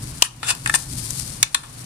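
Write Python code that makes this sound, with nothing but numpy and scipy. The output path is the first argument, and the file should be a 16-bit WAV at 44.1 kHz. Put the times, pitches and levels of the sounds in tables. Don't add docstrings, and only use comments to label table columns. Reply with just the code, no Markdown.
import sys
import numpy as np
from scipy import signal
from scipy.fft import rfft, irfft, next_fast_len
from scipy.io import wavfile
from scipy.ndimage import minimum_filter1d, map_coordinates

SR = 44100
rng = np.random.default_rng(int(sys.argv[2]) if len(sys.argv) > 2 else 0)


def dump_mix(stems):
    frames = np.atleast_2d(stems).T
    limited = np.clip(frames, -1, 1)
    pcm = np.round(limited * 32767).astype(np.int16)
    wavfile.write(sys.argv[1], SR, pcm)


N = 81585

# start, skid and t60 in seconds, left lean in dB,
# the two most excited resonances in Hz, then six band levels in dB from low to high.
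BLADE_HITS = [(0.2217, 0.0039, 0.0051, 2.5, 2976, 6240, -15.5, -11.5, -19, 0.5, -2, -7),
              (0.4292, 0.002, 0.038, 0.5, 870, 1410, -21, -35, -17.5, -20.5, -31.5, -27.5),
              (0.6592, 0.0015, 0.018, 1.5, 1643, 7000, -32, -45, -11.5, -24.5, -25, -24.5),
              (0.6737, 0.001, 0.02, 1, 1760, 8700, -31, -35, -24, -23.5, -27, -21),
              (0.6953, 0.00058, 0.021, 1, 1740, 8200, -25.5, -31, -9.5, -25, -28, -24.5),
              (0.7393, 0.0015, 0.036, 7, 1810, 8800, -19, -25, -12.5, -16.5, -22, -17),
              (1.4278, 0.0026, 0.014, 1, 2260, 6200, -24, -22, -10.5, -6.5, -4.5, -7),
              (1.465, 0.003, 0.033, -1, 2140, 4100, -48, -50, -35, -38, -45, -49),
              (1.5448, 0.0033, 0.02, 0, 4110, 9480, -23.5, -15, -10, -7.5, -9.5, -6.5),
              (1.6325, 0.0011, 0.097, 0.5, 1200, 1650, -36, -30.5, -33, -32, -39, -35)]


def knocks():
    out = np.zeros((2, N))
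    for start, skid_s, t60, left_db, low_hz, high_hz, *band_dbs in BLADE_HITS:
        hit = contact(t60, (low_hz, high_hz), skid_s)
        add(out, start, lean(left_db) * voiced(hit, band_dbs, length_s=0.0023))
    return out


# time of full force, hold, rise and fall in seconds, left lean
# in dB, the two most excited resonances in Hz, then six band levels in dB from low to high.
BLADE_DRAGS = [(0.242, 0.0033, 0.011, 0.012, -0.5, 3080, 9900, -54, -34.5, -26.5, -29, -27, -21),
               (0.441, 0.049, 0.011, 0.0099, 0.5, 1460, 3440, -43, -41.5, -36, -33, -37, -36),
               (0.4935, 0.011, 0.014, 0.01, 0.5, 1457, 2690, -28, -26, -21.5, -19.5, -18, -20),
               (0.7469, 0.0088, 0.00049, 0.0023, -1, 2490, 8470, -25, -43, -20, -22.5, -15, -13)]


def scrapes(points=4):
    out, t = np.zeros((2, N)), np.arange(N) / SR
    for peak, hold, rise, fall, left_db, low_hz, high_hz, *band_dbs in BLADE_DRAGS:
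        force = np.exp(np.minimum(t - peak, 0) / rise - np.maximum(t - peak - hold, 0) / fall)
        start = round(max(peak - .12, 0) * SR)
        rub = 0
        for _ in range(points):
            catches = force * grit(per_s=970, spread_db=6.5)
            ring = contact(t60=0.025, excited_hz=(low_hz, high_hz))
            rub += signal.fftconvolve(catches[None, start:start + SR // 3], ring, axes=1)
        add(out, start / SR, lean(left_db) * voiced(rub, band_dbs, hold + (rise + fall) / 2))
    return out


# pitch in Hz, level in dB, multiple of the contact's t60.
BLADE_POT_MODES = [(870, -3.5, 1.02), (1095, 4, 2.5), (1385, -0.5, 1.43), (1724, 7, 0.74), (1820, 6, 1.15),
                   (2513, -0.5, 1.36), (2920, -9.5, 1.64), (3559, -1, 2.2), (4180, -5.5, 0.61),
                   (5227, 2, 0.38), (6023, 3.5, 0.3), (7278, 2.5, 0.78), (8355, 3.5, 0.35),
                   (8844, 1.5, 0.39), (9690, 2.5, 0.2)]
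# frequency in Hz, level in dB.
CRACK_EQ = [(150, -3.5), (500, -6), (1000, 10.5), (4000, 2.5), (9800, 2.5), (11200, -9), (13500, -10),
            (16000, -66)]
CRACK_DB, ATTACK_S, LIFT_DB, LIFT_OCTAVES = 12, 0.00072, 8, 0.098


def contact(t60, excited_hz, skid_s=0):
    def lift(hz):
        return LIFT_DB * sum(np.exp(-(np.log2((hz + 1) / f) / LIFT_OCTAVES) ** 2) for f in excited_hz)

    t = np.arange(SR // 10) / SR
    free_s = np.maximum(t - skid_s, 0)
    modes = 0
    for hz, db, life in BLADE_POT_MODES:
        level_db = db + lift(hz) + rng.normal(0, 1.74, (2, 1)) - 60 * free_s / (t60 * life)
        cycles = hz * t + rng.random() + rng.normal(0, 0.11, (2, 1))
        modes += amp(level_db) * np.sin(2 * np.pi * cycles)
    noise = filtered(rng.standard_normal((2, len(t))), lambda hz: amp(lift(hz)))
    crack = amp(CRACK_DB - 60 * free_s / t60) * coloured(noise, CRACK_EQ)
    return (modes + crack) * (1 - np.exp(-t / ATTACK_S))


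BANDS_HZ = [200, 930, 1250, 2600, 4600, 7800, 15000]


def voiced(x, band_dbs, length_s):
    out = 0
    for lo, hi, db in zip(BANDS_HZ, BANDS_HZ[1:], band_dbs):
        band = signal.sosfilt(signal.butter(4, [lo, hi], "band", fs=SR, output="sos"), x)
        rms = np.sqrt(np.sum(band ** 2, axis=1, keepdims=True) / (length_s * SR))
        out += amp(db) * band / rms
    return out


# start in seconds, level in dB.
CRUMB_TICKS = [(0.029, -25.5), (0.551, -14.5), (0.812, -25), (1.1065, -10.5), (1.198, -11), (1.337, -24)]
# time in seconds, level in dB.
HISS_RIDE = [(0, -38.5), (.18, -37), (.35, -40), (.6, -35.5), (.78, -23.5), (.87, -31), (.98, -28),
             (1.15, -27.5), (1.27, -28), (1.39, -36), (1.6, -39), (1.85, -36)]
# frequency in Hz, level in dB.
HISS_EQ = [(1500, -20.5), (3000, -15), (4300, -5.5), (7000, -5.5), (9600, 0.5), (11000, -9), (13500, -14.5),
           (15000, -30)]
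# frequency in Hz, cut on the right in dB.
RIGHT_CUT = [(1500, 11), (3300, 10), (5800, 10), (7500, 11.5), (10000, 19), (14000, 10)]
GRAIN_DB, FLICKER_DB, TICK_T60_S = -1.5, 1.75, 0.0081


def rustle():
    grains = np.array([grit(per_s=700, spread_db=5) for _ in range(2)])
    bed = coloured(rng.standard_normal((2, N)) + amp(GRAIN_DB) * grains, HISS_EQ)
    out = bed * amp(curve(HISS_RIDE) + FLICKER_DB * wobble(knots_per_s=59.95))
    t = np.arange(SR // 20) / SR
    for start, db in CRUMB_TICKS:
        burst = coloured(rng.standard_normal((2, len(t))), HISS_EQ)
        add(out, start, amp(db - 60 * t / TICK_T60_S) * burst)
    left, right = out
    return np.array([left, filtered(right, lambda hz: amp(-along(RIGHT_CUT, hz)))])


# frequency in Hz, t60 in seconds.
YARD_DECAY = [(200, 0.6), (1100, 0.33), (1900, 0.15), (4000, 0.19), (12000, 0.081)]
TAIL_DB, WALL_DB, WALL_DELAY_S, WALL_SPREAD_S = -13, -23, 0.015, 0.051


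def yard(x):
    hz, t, spectra = signal.stft(rng.standard_normal((2, SR // 2)), SR, nperseg=256)
    decay = amp(-60 * t / along(YARD_DECAY, hz)[:, None])
    tail = signal.istft(spectra * decay, SR, nperseg=256)[1]
    late = np.arange(tail.shape[1]) / SR - WALL_DELAY_S
    wall = rng.standard_normal(tail.shape) * (late > 0) * np.exp(-np.abs(late) / WALL_SPREAD_S)
    impulse = amp(TAIL_DB) * tail / np.linalg.norm(tail[0])
    impulse += amp(WALL_DB) * wall / np.linalg.norm(wall[0])
    return signal.fftconvolve(x, impulse, axes=1)[:, :N]


# time in seconds, level in dB.
RUMBLE_RIDE = [(0, -33), (.13, -33.5), (.22, -41), (.42, -35), (.58, -38), (.68, -31), (.83, -37),
               (.93, -27.5), (1.08, -36.5), (1.2, -35), (1.36, -37), (1.55, -41), (1.85, -39)]
# frequency in Hz, level in dB.
RUMBLE_EQ = [(15, -38), (30, -5.5), (102, -10), (119, 6), (129, -5.5), (140, -0.5), (168, -9), (205, -15),
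             (265, -13.5), (400, -27), (700, -50)]
AIR_EQ = [(100, 7), (400, 3), (1000, 3.5), (2500, -0.5), (6000, -6), (10000, -20), (15000, -16)]


def background(air_db=-44):
    rumble = coloured(rng.standard_normal(N), RUMBLE_EQ) * amp(curve(RUMBLE_RIDE))
    return rumble + amp(air_db) * coloured(rng.standard_normal((2, N)), AIR_EQ)


def grit(per_s, spread_db):
    impacts = (rng.random(N) < per_s / SR) * rng.choice([-1, 1], N)
    return unit(impacts * amp(spread_db * np.clip(rng.standard_normal(N), -2, 2)))


def amp(db):
    return 10 ** (np.asarray(db) / 20)


def unit(x):
    return x / np.sqrt(np.mean(x ** 2) + 1e-20)


def along(points, hz):
    f, v = np.transpose(points)
    return np.interp(np.log(hz + 1), np.log(f + 1), v)


def curve(rows):
    return np.interp(np.arange(N) / SR, *np.transpose(rows))


def wobble(knots_per_s):
    return map_coordinates(rng.standard_normal(400), [np.arange(N) * knots_per_s / SR], mode="wrap")


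def filtered(x, response):
    n = x.shape[-1]
    size = next_fast_len(n + SR // 10)
    return irfft(rfft(x, size) * response(np.fft.rfftfreq(size, 1 / SR)), size)[..., :n]


def coloured(x, eq):
    return unit(filtered(x, lambda hz: amp(along(eq, hz))))


def lean(left_db):
    return amp(np.array([[.5], [-.5]]) * left_db)


def add(out, start_s, x):
    part = out[:, round(start_s * SR):][:, :x.shape[1]]
    part += x[:, :part.shape[1]]


# frequency in Hz, left lean in dB.
MIC_SHADE = [(500, -3.5), (2500, 2), (4000, 5), (7000, 4), (9000, 11), (13000, 8)]
LEFT_DELAY_S = .00007


def scene():
    def mics(hz):
        delay = np.exp(-2j * np.pi * hz * np.array([[LEFT_DELAY_S], [0]]))
        return lean(along(MIC_SHADE, hz)) * delay

    trowel = filtered(knocks() + scrapes(), mics)
    return trowel + yard(trowel) + rustle() + background()


THRESHOLD_DB, DUCK_SLOPE, RECOVER_DB_PER_S = -17, 0.49, 24
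DETECT_S, DUCK_ATTACK_S, HOLD_S, TOP_HZ = 0.0063, 0.0038, 0.086, 15400


def record(dry):
    def follow(x, lag_s):
        pole = np.exp(-1 / (lag_s * SR))
        return signal.lfilter([1 - pole], [1, -pole], x)

    level_db = 10 * np.log10(follow(np.mean(dry ** 2, axis=0), DETECT_S) + 1e-12)
    cut_db = DUCK_SLOPE * np.maximum(level_db - THRESHOLD_DB, 0)
    half = int(HOLD_S * SR / 2)
    held_db = -minimum_filter1d(-cut_db, 2 * half + 1, origin=half, mode="constant")
    recovery_db = RECOVER_DB_PER_S * np.arange(N) / SR
    duck_db = np.maximum.accumulate(held_db + recovery_db) - recovery_db
    clipped = np.clip(dry * amp(-follow(duck_db, DUCK_ATTACK_S)), -1, 1)
    return filtered(clipped, lambda hz: 1 / (1 + (hz / TOP_HZ) ** 60))


dry = scene()
out = record(dry)
dump_mix(out)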